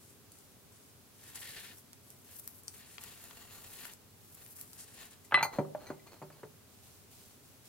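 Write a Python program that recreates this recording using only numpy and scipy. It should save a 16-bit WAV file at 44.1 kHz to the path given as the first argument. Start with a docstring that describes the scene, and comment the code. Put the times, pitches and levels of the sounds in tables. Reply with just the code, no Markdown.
"""In a quiet kitchen with appliance hum and hiss, paste is kneaded in a small ceramic bowl, close to the microphone.
The paste smears and crackles (random grains), air pockets pop (decaying noise bursts), and meanwhile a wooden
spoon drags over the glaze (stick-slip grains through resonances). The bowl is turned over: its rim clatters on the
countertop (decaying modes), with dull knocks (modes and noise) and soft grating as it is nudged into place.
Last, the arms draw back with a soft rustle (coloured grains)."""
import sys
import numpy as np
from scipy import signal
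from scipy.fft import rfft, irfft
from scipy.io import wavfile
from scipy.ndimage import map_coordinates

SR = 44100
rng = np.random.default_rng(int(sys.argv[2]) if len(sys.argv) > 2 else 0)


def wrap_up_sound(samples):
    """Save the sound to the file named by the first command line argument, as 16-bit audio."""
    columns = np.atleast_2d(samples).T
    # keep every value between -1 and 1, then stretch to whole-number steps
    tamed = np.clip(columns, -1, 1)
    steps = np.round(tamed * 32767).astype(np.int16)
    wavfile.write(sys.argv[1], SR, steps)


N = 338688
FREQS = np.fft.rfftfreq(N, 1 / SR)
RING = np.arange(SR // 2) / SR  # time since a contact, in s

# likeness of left and right in the diffuse room sound: freq_hz, likeness (0-1)
ROOM_LIKENESS = [(60, .65), (400, 0.53), (1400, 0.28), (4000, 0.042), (15000, 0.044)]
# likeness of left and right for rubbing in or under the bowl: freq_hz, likeness (0-1)
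SPOON_LIKENESS = [(100, .6), (1400, 0.85), (3000, 0.71), (7000, 0.25), (15000, 0.235)]


def amp(db):
    """Level in decibels to a pressure ratio."""
    return 10 ** (np.asarray(db) / 20)


def evened(x):
    """Normalises the mean power: scales to rms 1."""
    return x / np.sqrt(np.mean(x ** 2) + 1e-20)


def read(points, hz):
    """Interpolates a spectrum on a log-frequency axis, as pitch is heard."""
    f, value = np.transpose(points)
    return np.interp(np.log(hz + 1), np.log(f + 1), value)


def bumps(peaks):
    """Broad damped resonances, as a sum of bell-shaped dB curves."""
    return sum(db / (1 + (2 * (FREQS - hz) / width) ** 2) for hz, width, db in peaks)


def add(mix, s, sound):
    """Superposition: mixes a sound in at time s, cut off at the end."""
    part = mix[:, max(round(s * SR), 0):][:, :sound.shape[-1]]
    part += sound[..., :part.shape[1]]


def band(x, low_hz, high_hz, order=3):
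    """Band limiting by a causal high-pass and low-pass."""
    for hz, kind in (low_hz, "high"), (high_hz, "low"):
        x = signal.sosfilt(signal.butter(order, min(hz, SR / 2 - 100), kind, fs=SR, output="sos"), x)
    return x


def stereo(pair, colour_db, likeness):
    """Interaural coherence: colours two unrelated signals and makes them partly alike."""
    left, other = rfft(pair) * amp(colour_db)
    same = np.clip(read(likeness, FREQS), -1, 1)
    right = same * left + np.sqrt(1 - same ** 2) * other
    return evened(irfft(np.array([left, right]), N))


def grains(per_s, spread_db):
    """Friction as tiny slips at random moments: most are small, a few stand out."""
    size = amp(spread_db * np.minimum(rng.exponential(1, N), 5))
    happens = rng.random(N) < per_s / SR
    return size * happens * rng.standard_normal((2, N))


def wander(hz, size=N):
    """Low-passed noise of rms 1: smooth chance that weakens above about hz."""
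    f = np.fft.rfftfreq(size, 1 / SR)
    return evened(irfft(rfft(rng.standard_normal(size)) / (1 + (f / hz) ** 2), size))


def flutter(depth_db, hz):
    """Amplitude modulation by the uneven pressure of the hand."""
    return amp(depth_db * wander(hz))


def travel(pair, share, hz):
    """Time warping: resonances drift as the contact point moves round the bowl."""
    at = np.arange(N) + np.cumsum(share * wander(hz))
    return np.array([map_coordinates(x, [at], order=5, mode="mirror") for x in pair])


def movement(length, db, swell_db, attack_s, release_s):
    """Envelope of one movement of the hand: it takes hold, leans in or eases off, and lets go."""
    t = np.arange(0, length + 6 * release_s, 1 / SR)
    along = np.minimum(t / length, 1)
    # the hand is fastest, and so loudest, halfway through
    arch_db = 2.5 * (np.sin(np.pi * along) - 2 / np.pi)
    hold = amp(db + swell_db * (along - .5) + arch_db)
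    release = np.exp(-np.maximum(t - length, 0) / release_s)
    return np.minimum(t / attack_s, 1) * hold * release


def movements(rows, attack_s, release_s):
    """Superposed envelopes of a series of movements, with silence outside them."""
    gain = np.zeros((1, N))
    for s, length, db, swell_db in rows:
        add(gain, s, movement(length, db, swell_db, attack_s, release_s))
    return gain


def kitchen(x, early_db, tail_db):
    """Reverberation: quick reflections off the counter and wall, then a faint short tail."""
    # reverberation time of the tail: freq_hz, t60_s
    decay_times = [(150, 0.45), (600, 0.52), (2000, 0.14), (6000, 0.11), (15000, 0.061)]
    noise = rng.standard_normal((2, 2, len(RING)))
    early = noise[0] * (RING > .002) * np.exp(-RING / 0.011)
    # each frequency of the tail dies at its own rate
    hz, t, z = signal.stft(noise[1] * (RING > .008), SR, nperseg=256)
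    fading = z * amp(-60 * t / read(decay_times, hz)[:, None])
    tail = signal.istft(fading, SR, nperseg=256)[1][:, :len(RING)]
    echo = (amp(early_db) * evened(early) + amp(tail_db) * evened(tail)) / np.sqrt(len(RING))
    return x + signal.fftconvolve(x, echo, axes=1)[:, :N]


def room_tone():
    """Stationary coloured noise: appliance rumble, hum and whine, and microphone hiss."""
    # background spectrum: freq_hz, level_db
    tone_colour = [(15, -62), (25, -37), (43, -13), (86, -2), (120, -2), (211, -3), (333, -7), (392, -6),
                   (473, -8), (620, -9.5), (857, -11.5), (1250, -13), (1550, -14), (1730, -15.5),
                   (15800, -16)]
    # appliance hum and whine: freq_hz, width_hz, boost_db
    hum = [(99, 52, 8), (253, 62, 5), (414.3, 30, 6.5), (10830, 150, 2)]
    rms_db = -59
    colour_db = read(tone_colour, FREQS) + bumps(hum)
    return amp(rms_db) * stereo(rng.standard_normal((2, N)), colour_db, ROOM_LIKENESS)


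def smear():
    """Shear: the paste tears in fine wet crackles and small bubbles, brighter as the film thins."""
    # spectrum of the crackle: freq_hz, level_db
    smear_colour = [(1000, -14), (3500, -14.5), (5500, -6), (8000, -2), (10000, 0.5), (12500, 1.5),
                    (16000, -7)]
    # pushes that shear the paste: start_s, length_s, level_db, swell_db over the push,
    # thin_db (thinness of the film, as treble)
    pushes = [(0.0, .13, -59.5, -2, -11), (.315, .22, -63.5, -13, -7), (0.715, .22, -63.5, -9, -18),
              (1.136, 0.19, -58.5, 10, -5), (1.342, 0.4, -52.5, -13, -1.5), (1.741, 0.057, -60, 7, 1),
              (2.024, 0.2, -64, -3, -1), (2.238, 0.16, -57.5, 8, 3), (2.407, .19, -61, 1, 5),
              (2.636, 0.17, -57.5, 3, -1.5), (2.852, 0.15, -56.5, 0, -7), (3.0, 0.56, -60, -10.5, 1),
              (3.515, 0.36, -55, 10, 1), (3.908, 0.02, -53, 0, 0), (4.156, 0.377, -62, 11, 4),
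              (4.546, 0.078, -52, 3, 3), (4.632, .13, -62, 7, 1), (4.771, 0.066, -47.5, 2, -13),
              (4.86, 0.21, -56.5, 1, -6), (5.095, 0.048, -59, 0, -12), (5.238, 0.022, -55, -5, -9)]
    attack_s, release_s = 0.011, 0.015
    thinning_db = 5  # the treble gains this much as a push spreads the paste
    bubbles_per_s, bubble_db = 40, 5.5  # small air pockets, and their size against the crackle
    bubbles = amp(bubble_db) * grains(bubbles_per_s, spread_db=4.0)
    tears = grains(per_s=7000, spread_db=1.5) + bubbles
    fizz = stereo(tears, read(smear_colour, FREQS), SPOON_LIKENESS)
    treble = irfft(rfft(fizz) / (1 + (11000 / (FREQS + 1)) ** 12), N)
    body, film = np.zeros((2, 1, N))
    for s, length, db, swell_db, thin_db in pushes:
        add(body, s, movement(length, db, swell_db, attack_s, release_s))
        add(film, s, movement(length, db + thin_db, swell_db + thinning_db, attack_s, release_s))
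    return (body * (fizz - treble) + film * treble) * flutter(depth_db=2.0, hz=59.8)


def pops():
    """Impulsive release: each air pocket snaps with a brief wet fizz and nudges the bowl."""
    # large air pockets bursting in the paste: start_s, level_db (peak, before the left side's boost),
    # pitch_hz, decay_ms (time constant), thump_db (low thump against the snap)
    pockets = [(.319, -43, 9500, 2.9, -18), (.387, -43, 10000, 1.4, -25), (1.3563, -32.5, 9300, 3, -11),
               (1.361, -37, 9600, 2.1, -15), (1.9319, -31.5, 8240, 0.34, -6),
               (2.104, -33, 10600, 0.37, -29), (2.389, -37, 13500, 1.2, -30),
               (2.3965, -35.5, 13400, 2.5, -30), (2.4763, -24.5, 11900, 0.81, -17.5),
               (2.635, -40, 12000, 0.87, -27), (2.681, -26, 7200, 0.91, -16.5),
               (2.982, -31, 2700, 0.99, -1), (3.255, -41, 10000, .4, -20), (3.3096, -42, 2920, 3.6, -3),
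               (3.853, -33.5, 11000, 2.5, 0), (3.936, -37.5, 8000, 1.2, -22), (4.3503, -36, 13500, .7, -25),
               (4.4633, -39, 10000, 0.3, -4), (4.6127, -26, 11800, 0.55, -21),
               (4.7317, -36.5, 7740, 2, -10)]
    out, t = np.zeros((2, N)), RING[:2048]
    for s, db, hz, decay_ms, thump_db in pockets:
        burst = rng.standard_normal((2, len(t))) * np.exp(-t / (decay_ms / 10 ** 3))
        snap = band(burst, hz, hz, order=2)
        thump = band(burst, 900, 2470, order=3)
        pop = evened(snap) + amp(thump_db) * evened(thump)
        add(out, s, amp(db) * pop / abs(pop).max())
    return out * amp([[3], [0]])


def drag():
    """Stick-slip of wood on gritty paste and glaze: the tip rasps, the flat back sounds hollow."""
    # spectra of the spoon on its tip and on its flat back: freq_hz, level_db
    tip_colour = [(120, -12), (400, -9.5), (700, -11), (1200, -14), (1750, -2.5), (2200, -4), (4400, -2.5),
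                  (5600, -11.5), (10000, -12.5), (16000, -20.5)]
    flat_colour = [(120, 0.5), (450, -4.5), (1000, -1.5), (1400, -3.5), (2200, -6), (4400, -5.5),
                   (5600, -9), (16000, -7)]
    # resonances of the bowl damped by the hand, under tip and flat: freq_hz, width_hz, boost_db
    tip_peaks = [(1780, 350, 5), (2770, 650, 2), (10000, 2200, 2.5)]
    flat_peaks = [(1820, 140, 4.1), (2700, 170, 9.2), (4170, 370, 4.4), (6920, 560, 9.3)]
    # strokes of wood on glaze: start_s, length_s, level_db, swell_db over the stroke,
    # lie of the spoon (0 on its tip to 1 flat)
    strokes = [(1.177, 0.16, -61, 7, 0.44), (1.344, 0.04, -51.5, 3, .25), (1.408, 0.31, -51.5, -1, 0.04),
               (2.247, 0.099, -65, 12, 0.45), (2.73, .23, -62, 0, .3), (3.003, 0.22, -56, -4, 0.72),
               (3.208, 0.36, -58.5, 1.5, 0.91), (3.518, 0.2, -56.5, -2, 1), (3.709, 0.2, -55, 7.5, 0.39),
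               (4.365, 0.062, -60, -3, 0.75), (4.578, 0.065, -66, 3, 1), (4.725, 0.29, -64.5, 8, 0.59),
               (4.967, 0.12, -56.5, -9, 0.72), (5.101, 0.044, -59, -2, 0.39)]
    attack_s, release_s = 0.011, .018
    tip_db = read(tip_colour, FREQS) + bumps(tip_peaks)
    flat_db = read(flat_colour, FREQS) + bumps(flat_peaks)
    tip = stereo(grains(per_s=13000, spread_db=1.5), tip_db, SPOON_LIKENESS)
    flat = stereo(grains(per_s=9000, spread_db=2.0), flat_db, SPOON_LIKENESS)
    on_tip, on_flat = np.zeros((2, 1, N))
    for s, length, db, swell_db, lie in strokes:
        force = movement(length, db, swell_db, attack_s, release_s)
        lie = np.clip(lie, 0, 1)
        add(on_tip, s, np.sqrt(1 - lie) * force)
        add(on_flat, s, np.sqrt(lie) * force)
    rub = on_tip * travel(tip, share=.03, hz=8.4) + on_flat * travel(flat, share=.025, hz=5)
    return rub * flutter(depth_db=2.54, hz=45.5)


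def clinks():
    """Modal excitation: where the rim lands decides which modes ring; chatter on the counter roughens them."""
    # the bowl's modes: freq_hz (before stiffening), t60_s, near_db (when the near rim lands),
    # far_db (when the far rim lands)
    bowl_modes = [(2005, .115, -15, -44), (2046, .26, -33, -35), (4076, .28, -31, -60),
                  (4328, .12, -62, -31), (8825, .1, -39, -54), (2374, .06, -38, -28), (2610, .13, -32, -48),
                  (4230, .1, -66, -38), (4850, .1, -70, -42), (5080, .14, -74, -44), (6310, .11, -64, -40),
                  (6450, .1, -70, -33), (6590, .07, -72, -40), (8990, .11, -56, -38), (11830, .1, -80, -35),
                  (12895, .13, -50, -43), (15030, .09, -85, -42)]
    # rim touching the counter: start_s, strength_db, far (share of the far rim, 0-1), rattle (0-1),
    # stiff (stiffening, as a factor on pitch)
    contacts = [(5.245, -39, 0.8, .5, 1), (5.3219, -27, 0.2, 0.6, 1), (5.3431, 0, 0, .1, 1),
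                (5.428, 0, 1, .65, 1), (5.5314, -23.5, 1, 0.6, 0.96), (5.586, -25.5, 1, .7, 0.99),
                (5.8682, -23, 1, 0.7, 0.96), (5.9021, -28.5, 1, 0.3, 1.03), (5.995, -35, 0.87, .6, 0.99),
                (6.0732, -31, 1, 0.7, 1.02), (6.1186, -33, 0.9, .7, 1.06), (6.225, -33, 0.97, .6, 1.05),
                (6.325, -34, 1, .7, 1.1)]
    out = np.zeros((2, N))
    hz, t60, near_db, far_db = np.transpose(bowl_modes)[:, :, None]
    for s, db, far, rattle, stiff in contacts:
        far = np.clip(far, 0, 1)
        # high modes radiate unevenly, so they reach the two ears out of step
        phase = rng.standard_normal((2, len(hz), 1)) * np.minimum((hz / 8000) ** 2, .6)
        jitter = np.array([wander(hz=130, size=len(RING)) for _ in hz])
        chatter = rattle * jitter * np.minimum(hz / 4500, 1)
        modes = np.sin(2 * np.pi * hz * stiff * RING + phase + chatter) * amp(-60 * RING / t60)
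        strength = (1 - far) * amp(near_db) + far * amp(far_db)
        ring = (strength * modes).sum(1)
        add(out, s, amp(db) * band(ring, 1200, 18000))
    return out


def echoed(x):
    """Specular reflection: adds the delayed echoes of nearby hard surfaces."""
    # echoes of the bowl from counter and wall: delay_ms, left_db, right_db
    reflections = [(2.99, -14, -14), (5.5, -14, -17), (9.98, -14, -14), (12.46, -15, -15)]
    out = x.copy()
    for ms, left_db, right_db in reflections:
        add(out, ms / 10 ** 3, x * amp([[left_db], [right_db]]))
    return out


def knocks():
    """Impact: blows ring the countertop; bare rim is hard and bright, a cushioned landing is dull."""
    # modes of the countertop with the air under the bowl: freq_hz, level_db, t60_s
    slab_modes = [(126, -1, .2), (150, 2.5, 0.3), (197, -4.5, .1), (237, -16, 0.054), (279, 1, 0.15),
                  (312.5, 7.5, 0.029), (383, 0.5, .19), (587, 2, .12), (597, -17.5, 0.1012),
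                  (793, -5.5, .1), (856, -6, 0.13), (901, -4, 0.1466), (1002, -22, 0.16),
                  (1101, 1.5, 0.026), (1286, -29.5, 0.1585), (1410, -10, 0.07), (1598, -14, 0.16)]
    # blows on the counter: start_s, level_db, low_hz, high_hz (edges of the main band)
    blows = [(5.311, -52.5, 613, 2480), (5.3216, -31.5, 686, 1400), (5.3428, -26, 940, 3060),
             (5.3735, -32.5, 770, 1580), (5.388, -40, 1180, 3486), (5.4069, -35, 890, 1520),
             (5.428, -34, 780, 2040), (5.45, -37.5, 650, 1260), (5.5321, -53, 670, 1220),
             (5.5855, -28.5, 192.6, 710), (5.6485, -56, 403, 1100), (5.7478, -47, 496, 1110),
             (5.9021, -38.5, 187, 1040), (6.2169, -49, 150, 1000), (6.222, -45.5, 150, 870),
             (6.301, -58, 300, 1590), (6.4324, -49, 130, 1280)]
    # air booming under the bowl, mostly lower as the gap closes: start_s, level_db, pitch_hz, t60_s
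    booms = [(5.3445, -22.5, 1175, 0.1), (5.4284, -18.5, 901, 0.054), (5.587, -23.5, 550, 0.047),
             (5.749, -28, 608, 0.064), (6.222, -43, 614, 0.07), (6.435, -41, 429, 0.091)]
    out = np.zeros((2, N))
    slab = sum(amp(db - 60 * RING / t60) * np.sin(2 * np.pi * hz * RING) for hz, db, t60 in slab_modes)
    for s, db, low_hz, high_hz in blows:
        noise = rng.standard_normal((3, len(RING)))
        # the many short-lived modes: the higher the blow's band, the sooner they die
        crowd_t60 = 0.067 * (1200 / high_hz) ** .35
        crowd = (noise[0] + .3 * noise[1:]) * amp(-60 * RING / crowd_t60)
        click = amp(33.5) * (RING == 0)
        struck = slab + amp(21.5) * crowd + click
        weight = amp(-20) * band(struck, 100, 300, order=2)  # every blow also shakes the cabinet
        blow = band(band(struck, low_hz, high_hz) + weight, 80, 3900, order=8)
        add(out, s, amp(db) * blow / np.std(blow[:, :SR // 50]))
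    for s, db, hz, t60 in booms:
        boom = amp(db - 60 * RING / t60) * np.sin(2 * np.pi * hz * RING)
        add(out, s, band(boom, 200, 3000, order=2))
    return out


def slide():
    """Sliding friction: the upturned rim grates softly on the counter."""
    # spectrum of the grating: freq_hz, level_db
    slide_colour = [(120, -0.5), (400, 4.5), (900, 2), (1500, -4.5), (2500, -9.5), (6000, -19.5),
                    (16000, -17)]
    # bowl singing faintly: freq_hz, width_hz, boost_db
    slide_peaks = [(2107, 180, -4), (4230, 210, 16.5), (6500, 400, 9.5)]
    # shoves that slide the rim over the counter: start_s, length_s, level_db, swell_db over the shove
    shoves = [(5.5, 0.062, -52.5, 11.5), (5.77, 0.12, -57.5, 6), (6.06, .025, -57.5, -4),
              (6.11, 0.034, -60, 11.5), (6.31, .11, -65.5, 0.5)]
    colour_db = read(slide_colour, FREQS) + bumps(slide_peaks)
    grate = stereo(grains(per_s=1700, spread_db=1.5), colour_db, SPOON_LIKENESS)
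    return grate * movements(shoves, attack_s=0.011, release_s=0.031)


def rustle():
    """Soft friction, as dense coloured grains, as the arms draw back."""
    # spectrum of the rubbing: freq_hz, level_db
    rustle_colour = [(300, 3), (1500, -7), (4000, -0.5), (9000, 1), (16000, -2)]
    # sweeps of the arms: start_s, length_s, level_db, swell_db over the sweep
    sweeps = [(6.68, 0.12, -66.5, 1), (6.82, 0.21, -62.5, -5), (7.1, 0.24, -60, -3.5),
              (7.42, 0.16, -65.5, -2), (7.635, 0.045, -60.5, 6)]
    rub = stereo(grains(per_s=12000, spread_db=2.0), read(rustle_colour, FREQS), ROOM_LIKENESS)
    return rub * movements(sweeps, attack_s=0.018, release_s=0.052)


def scene():
    """Level and time differences between the ears place spoon and bowl slightly to the left."""
    kneading = (drag() + smear()) * amp([[.4], [-1.6]]) + pops()
    spoon = kitchen(kneading, early_db=-8.5, tail_db=-13.5)
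    bowl = kitchen(echoed(clinks()) * amp([[0], [-2]]), early_db=-14, tail_db=-14)
    counter = kitchen(knocks(), early_db=-19.5, tail_db=-18.0)
    left, right = spoon + bowl + counter + slide()
    left_lead = 2  # samples by which the right side lags
    late_right = np.pad(right, (left_lead, 0))[:N]
    return np.array([left, late_right]) + rustle() + room_tone()


def record(dry):
    """Band limit of the recorder, as a linear-phase low-pass."""
    edge_hz = 15900
    low_pass = signal.firwin(511, edge_hz, window=("kaiser", 9), fs=SR)
    return signal.oaconvolve(dry, low_pass[None], "same")


dry = scene()
out = record(dry)
wrap_up_sound(out)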